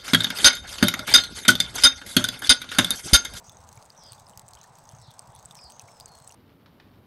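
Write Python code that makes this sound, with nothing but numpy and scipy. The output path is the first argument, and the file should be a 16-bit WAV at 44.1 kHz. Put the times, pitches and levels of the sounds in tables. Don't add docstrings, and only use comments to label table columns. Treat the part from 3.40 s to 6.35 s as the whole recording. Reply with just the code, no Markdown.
import sys
import numpy as np
from scipy import signal
from scipy.fft import rfft, irfft
from scipy.io import wavfile
from scipy.ndimage import uniform_filter1d, map_coordinates

SR = 44100
rng = np.random.default_rng(int(sys.argv[2]) if len(sys.argv) > 2 else 0)


def to_wav(sig):
    pcm = np.clip(np.atleast_2d(sig), -1, 1) * 32767
    pcm = np.round(pcm).astype(np.int16)
    wavfile.write(sys.argv[1], SR, pcm.T)


def convert_level_to_amplitude(level_db):
    exponent = np.asarray(level_db, float) / 20
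    return 10 ** exponent


N = 130095


def unit(x):
    return x / np.sqrt(np.mean(x ** 2) + 1e-20)


def along(points, hz):
    f, value = np.transpose(points)
    return np.interp(np.log(hz + 1), np.log(f + 1), value)


def wobble(rate):
    knots = rng.standard_normal(int(N * rate / SR) + 4)
    return map_coordinates(knots, [np.arange(N) * rate / SR])


def coloured(x, spectrum):
    m = 2 ** 12
    gain = convert_level_to_amplitude(along(spectrum, np.fft.rfftfreq(m, 1 / SR)))
    cepstrum = irfft(np.log(gain + 1e-6), m)
    cepstrum[1:m // 2] *= 2
    cepstrum[m // 2 + 1:] = 0
    response = irfft(np.exp(rfft(cepstrum)), m)[:m // 2]
    return signal.fftconvolve(x, response)[:N]


def rush(spectrum, patchy_db):
    z = signal.stft(rng.standard_normal(N + 512), nperseg=512)[2]
    patches = uniform_filter1d(rng.standard_normal(z.shape), size=6, axis=0)
    patches = uniform_filter1d(patches, size=10, axis=1)
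    x = signal.istft(z * convert_level_to_amplitude(patchy_db * unit(patches)), nperseg=512)[1][:N]
    gain = convert_level_to_amplitude(along(spectrum, np.fft.rfftfreq(N, 1 / SR)))
    return unit(irfft(rfft(x) * gain, N))


def placed(s, grains):
    at = np.round(np.asarray(s) * SR).astype(int)[:, None] + np.arange(grains.shape[1])
    return np.bincount(at.ravel(), grains.ravel(), N + SR)[:N]


# pitch in Hz, loudness in dB per Hz of the road.
ROAD_COLOUR = [(120, -11.5), (200, -6), (333, -14), (530, -6.5), (657, -3.5), (882, 0), (1450, -13),
               (2710, -25.5), (3000, -31.5), (3900, -25), (6600, -120)]


def road():
    level_db = -55.5 + 0.41 * wobble(9.71)
    return convert_level_to_amplitude(level_db) * rush(ROAD_COLOUR, patchy_db=1.44)


# pitch in Hz, loudness in dB per Hz of the far water.
FAR_WATER_COLOUR = [(1290, -26), (2200, -14), (2770, -11.5), (5690, -5), (6490, -1), (7100, -10),
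                    (7970, -1), (10800, -19.5), (15600, -18)]


def far_water():
    level_db = -66 + wobble(6) + 3.8 * wobble(180)
    return convert_level_to_amplitude(level_db) * rush(FAR_WATER_COLOUR, patchy_db=1.5)


# time in seconds, strength of the breeze in dB.
BREEZE_STRENGTH = [
    (0.0, -63),
    (0.35, -59.5),
    (.55, -71),
    (.8, -62.5),
    (1.3, -65.5),
    (1.6, -61.5),
    (1.82, -66),
    (2.1, -59.5),
    (2.55, -68),
    (2.95, -63.5),
]


def gust_db(s):
    return np.interp(s, *np.transpose(BREEZE_STRENGTH))


# pitch in Hz, loudness in dB per Hz of the wind rumble.
RUMBLE_COLOUR = [(16, -79), (30, -29), (71, -9.5), (114, -3), (269, -21), (330, -38), (430, -39),
                 (730, -120)]


def rumble():
    return convert_level_to_amplitude(-3 + gust_db(np.arange(N) / SR)) * rush(RUMBLE_COLOUR, patchy_db=4.5)


def puffs(s, db, pitch_spread):
    swings = 2.57
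    hz = 118.8 * (1 + pitch_spread * rng.standard_normal(len(s))).clip(.5)
    u = np.arange(4000) / SR * hz[:, None] / swings
    thud = np.sin(2 * np.pi * swings * u) * u ** 2 * np.exp(-5.5 * u)
    thud *= convert_level_to_amplitude(db)[:, None] / np.abs(thud).max(axis=1, keepdims=True)
    return placed(s, thud)


def flutter(count=95):
    late = 0.303 * rng.standard_normal(count)
    s = np.abs(np.arange(count) + late) * N / SR / count
    db = gust_db(s) + 8.5 + 3.5 * rng.standard_normal(count)
    return puffs(s, db, pitch_spread=.25)


# start in seconds, peak level in dB.
BREEZE_THUDS = [(0.079, -40), (0.368, -41), (0.716, -42.5), (1.029, -47), (1.531, -38.5), (1.586, -45),
                (1.679, -40), (1.889, -42), (1.977, -42.5), (2.433, -44), (2.641, -49), (2.809, -43.5)]


def thuds():
    s, db = np.transpose(BREEZE_THUDS)
    return puffs(s, db - 2.5, pitch_spread=.07)


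def bubbles(s, hz, db, cycles, size):
    rise, attack_s = 0.047, 0.00016
    t, hz = np.arange(size) / SR, hz[:, None]
    u = t * hz / cycles
    tone = np.sin(2 * np.pi * hz * t * (1 + rise * u))
    ring = tone * convert_level_to_amplitude(-60 * u) * (1 - np.exp(-t / attack_s))
    return placed(s, convert_level_to_amplitude(db)[:, None] * ring / np.abs(ring).max(axis=1, keepdims=True))


# pitch in Hz, gain in dB of a crack as it reaches the microphone.
CRACK_COLOUR = [(1200, -30), (2600, -1), (5000, 4), (6400, 8), (7050, -3), (7900, 7), (10500, -2),
                (15500, -3.5)]


def cracks(s, db, size):
    crack_t60_s, spray_t60_s, spray_db = .0036, .03, -19
    t = np.arange(size) / SR
    shape = convert_level_to_amplitude(-60 * t / crack_t60_s) + convert_level_to_amplitude(spray_db - 60 * t / spray_t60_s)
    burst = shape * rng.standard_normal((len(s), size))
    burst *= np.linalg.norm(shape) / np.linalg.norm(burst, axis=1, keepdims=True)
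    return coloured(placed(s, convert_level_to_amplitude(db)[:, None] * burst), CRACK_COLOUR)


def patter(count=800):
    when, size, tone, shine = rng.random((count, 4)).T
    s = when * N / SR
    db = -71.5 - 2.5 * np.log(1 - .97 * size)
    hz = 6660 * 2 ** (1.8 * (tone - .5))
    ring = coloured(bubbles(s, hz, db - 8 * shine, cycles=22, size=400), CRACK_COLOUR)
    return ring + cracks(s, db - 0.5 - 8 * (1 - shine), size=700)


def flock(calls, shake, bend):
    direct, echo_t60_s, far_echo_db, far_echo_t60_s = .3, .15, -20, .6
    t = np.arange(SR // 3) / SR
    echo_fade = convert_level_to_amplitude(-60 * t / echo_t60_s) + convert_level_to_amplitude(far_echo_db - 60 * t / far_echo_t60_s)
    out = np.zeros(N + 2 * SR)
    for s, length, from_hz, to_hz, db in calls:
        start = round(s * SR)
        u = np.linspace(0, 1, 2 + int(length * SR))
        hz = to_hz + (from_hz - to_hz) * (1 - u) ** bend
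        hz = hz * (1 + shake[start:][:len(u)])
        swell = np.abs(np.sin(np.pi * u)) ** .5
        note = convert_level_to_amplitude(db) * np.sin(2 * np.pi * np.cumsum(hz) / SR) * swell
        echoes = rng.standard_normal(len(t)) * echo_fade
        echoes /= np.linalg.norm(echoes)
        echoes[0] += direct
        heard = signal.fftconvolve(note, echoes)
        out[start:][:len(heard)] += heard
    return out[:N]


# start in seconds, length in seconds, first pitch in Hz, last pitch in Hz, level in dB.
BUZZY_CHIRPS = [
    (.6, 0.12, 3850, 3210, -58),
    (.03, 0.05, 4800, 5660, -58),
    (1.165, 0.082, 2500, 4710, -59.5),
    (1.585, 0.082, 5800, 4900, -60),
    (1.605, 0.11, 4300, 3600, -55.5),
    (1.92, .08, 3010, 4520, -60.5),
    (1.48, 0.041, 3600, 3000, -62.5),
    (2.35, .06, 2800, 3800, -66),
]


def buzzers():
    return flock(BUZZY_CHIRPS, .09 * wobble(350), bend=1.4)


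# start in seconds, level in dB, bubble pitch in Hz.
FAINT_TICKS = [(0.044, -46, 6560), (0.0476, -47.5, 8000), (0.0685, -45.0, 6400), (0.0868, -48.0, 6400),
               (0.1192, -44, 7700), (0.1244, -48, 8800), (0.1304, -51, 8100), (0.204, -47, 7800),
               (0.2476, -49, 7800), (0.284, -49, 7300), (0.346, -50, 7450), (0.4445, -49, 9500),
               (0.4538, -43, 8200), (0.46, -45, 6700), (0.5767, -44, 5900), (0.6647, -43, 5950),
               (0.6773, -47.5, 8200), (0.7795, -47, 6450), (0.795, -46, 8300), (0.807, -51, 7800),
               (0.8868, -43.5, 9600), (0.911, -47.0, 7450), (0.935, -52, 8250), (1.1094, -44, 7900),
               (1.2425, -44, 6550), (1.2731, -50.5, 8950), (1.3925, -46.5, 7900), (1.4398, -46, 7800),
               (1.4543, -43, 6500), (1.4985, -46, 9700), (1.5137, -44, 8400), (1.567, -49, 8150),
               (1.5997, -46.5, 7900), (1.739, -44.0, 7700), (1.8263, -52, 7900), (1.9214, -48, 7800),
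               (1.9905, -40, 7800), (1.9959, -41, 6600), (2.052, -37, 8400), (2.169, -44, 7900),
               (2.181, -43, 5900), (2.2725, -55, 6500), (2.4154, -41, 8150), (2.5085, -46, 8000),
               (2.5184, -44.0, 8000), (2.719, -48, 10700), (2.7377, -48.5, 6560), (2.772, -46.0, 7900),
               (2.7785, -44.5, 6400), (2.787, -43, 8700), (2.8004, -52, 7760), (2.823, -45.5, 8200),
               (2.8418, -49, 8100), (2.885, -44, 9700), (2.894, -39, 6900), (2.9091, -42, 8100),
               (2.9131, -41, 9400), (2.927, -46, 6240)]


def ticks():
    s, db, hz = np.transpose(FAINT_TICKS)
    return cracks(s, db - 6.5, size=900) + bubbles(s, hz, db - 2.5, cycles=46, size=500)


# start in seconds, length in seconds, first pitch in Hz, last pitch in Hz, level in dB.
BIRD_SLURS = [
    (.562, 0.052, 5900, 5600, -52),
    (.598, 0.13, 5350, 4620, -50),
    (0.1, 0.088, 3400, 3800, -68),
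    (0.047, 0.0443, 6100, 6480, -49.5),
    (2.158, 0.036, 5750, 5000, -47.5),
    (2.188, .1, 5300, 4500, -49),
    (2.305, 0.066, 6100, 6450, -55),
]


def slurrers():
    return flock(BIRD_SLURS, .045 * wobble(500), bend=1.4)


# start in seconds, crack level in dB, bubble pitch in Hz, bubble
# level in dB.
CLEAR_DROPS = [(0.17, -54, 6270, -38.5), (0.3282, -44.5, 7900, -44), (0.3561, -63, 10500, -45),
               (0.4255, -45, 11500, -61), (0.7212, -40, 8460, -33.5), (0.975, -36.5, 6500, -36.5),
               (0.995, -38, 7750, -34.5), (1.087, -46.5, 8650, -38.5), (1.135, -43.5, 4340, -42.5),
               (1.2141, -51, 6300, -38.5), (1.3547, -54, 6500, -44), (1.4909, -48.5, 6220, -36.5),
               (1.7933, -49, 8400, -29), (1.8734, -53, 7720, -50), (1.9513, -60, 9750, -36.5),
               (2.057, -54, 7810, -29.5), (2.1103, -44.5, 3550, -37.5), (2.148, -60, 8300, -40),
               (2.241, -53, 8460, -41), (2.2999, -44.5, 8230, -45), (2.3058, -52, 8300, -37.5),
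               (2.3956, -40, 6160, -33.5), (2.4203, -47.5, 7970, -46), (2.569, -53, 7900, -46),
               (2.6003, -37, 7640, -39), (2.6085, -45, 4580, -36), (2.6587, -47.5, 8000, -32.5),
               (2.6582, -62, 6300, -35), (2.8761, -45, 7940, -33),
               (0.0954, -43, 3440, -40.5), (0.147, -72.5, 6650, -47), (0.29, -45.5, 6500, -39.5),
             (0.5028, -51, 4760, -37.5), (0.6364, -45, 8100, -45), (0.8678, -61, 5080, -42),
             (1.0172, -52, 8600, -45.5), (1.0815, -54, 7430, -38), (1.152, -43, 6470, -44),
             (1.232, -63, 7300, -42), (1.2385, -46, 6420, -47), (1.3636, -66, 7900, -55),
             (1.3863, -45.5, 5940, -57), (1.522, -49, 7640, -43), (1.586, -59, 6300, -44.5),
             (1.6216, -57, 7750, -45.5), (1.8194, -72, 7940, -47), (1.962, -47, 9200, -57),
             (2.0275, -49, 6400, -48), (2.153, -42.5, 6380, -43.5), (2.1894, -48, 2280, -68),
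             (2.213, -70, 7760, -43), (2.3215, -44.5, 6200, -43), (2.49, -57, 6500, -48),
             (2.5404, -68, 8660, -51), (2.7532, -49, 8840, -46), (2.8456, -53, 7450, -44.5),
             (2.943, -53, 9300, -46),
               (0.3746, -49, 7050, -43.5), (0.7318, -41, 4120, -40.5), (0.7985, -47, 6430, -44.5),
                (0.879, -61, 8700, -48), (0.8961, -47, 7850, -43), (0.904, -50.5, 8100, -47),
                (1.144, -56, 6200, -42), (1.5496, -58, 6400, -43), (1.616, -51, 7750, -50),
                (1.707, -49, 3560, -46), (1.7138, -50, 10700, -51), (1.7926, -42, 4780, -39.5),
                (2.1233, -52, 7900, -53), (2.68, -51, 4500, -46), (2.9225, -46, 5740, -42),
                (.556, -60, 3600, -55), (.521, -61, 6000, -49), (2.801, -51.5, 3940, -53)]


def drops():
    s, crack_db, hz, db = np.array(CLEAR_DROPS).T
    return cracks(s, crack_db + 3.5, size=1300) + bubbles(s, hz, db + 0.5, cycles=37, size=700)


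# start in seconds, level in dB, bubble pitch in Hz.
SLOW_BUBBLES = [
    (0.376, -47.5, 2260),
    (0.7827, -50.5, 3500),
    (0.9352, -50.5, 3000),
    (1.1718, -46, 3090),
    (1.242, -49.5, 1770),
    (2.1894, -45.5, 2420),
    (2.2994, -51, 3070),
    (2.4041, -47, 2560),
    (2.4853, -45.5, 2220),
    (2.9044, -46, 2750),
]


def plinks():
    s, db, hz = np.transpose(SLOW_BUBBLES)
    return cracks(s, db - 11, size=700) + bubbles(s, hz, db - 1.5, cycles=58, size=1500)


# start in seconds, length in seconds, first pitch in Hz, last pitch in Hz, level in dB.
DROOPING_WHISTLE = [
    (2.44, 0.28, 5560, 4290, -62),
    (2.655, .125, 4314, 4260, -57.5),
    (2.77, 0.093, 4295, 4250, -66),
]


def drooper():
    return flock(DROOPING_WHISTLE, .045 / 4 * wobble(200), bend=0.62)


def wall_echo(water):
    delay_s = 0.0028
    return convert_level_to_amplitude(-13.5) * np.roll(water, round(delay_s * SR))


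def scene():
    distance = road() + far_water()
    breeze = rumble() + flutter() + thuds()
    water = patter() + ticks() + drops() + plinks()
    birds = buzzers() + slurrers() + drooper()
    return (distance + breeze + water + wall_echo(water) + birds)[None]


def top_cut(x):
    return signal.sosfilt(signal.butter(12, 16670, fs=SR, output="sos"), x)


def record(dry):
    top_hz = 15850
    gain = np.where(np.fft.rfftfreq(N, 1 / SR) < top_hz, 1, convert_level_to_amplitude(-24))
    mix = irfft(rfft(dry) * gain, N)
    return top_cut(mix)


dry = scene()
out = record(dry)
to_wav(out)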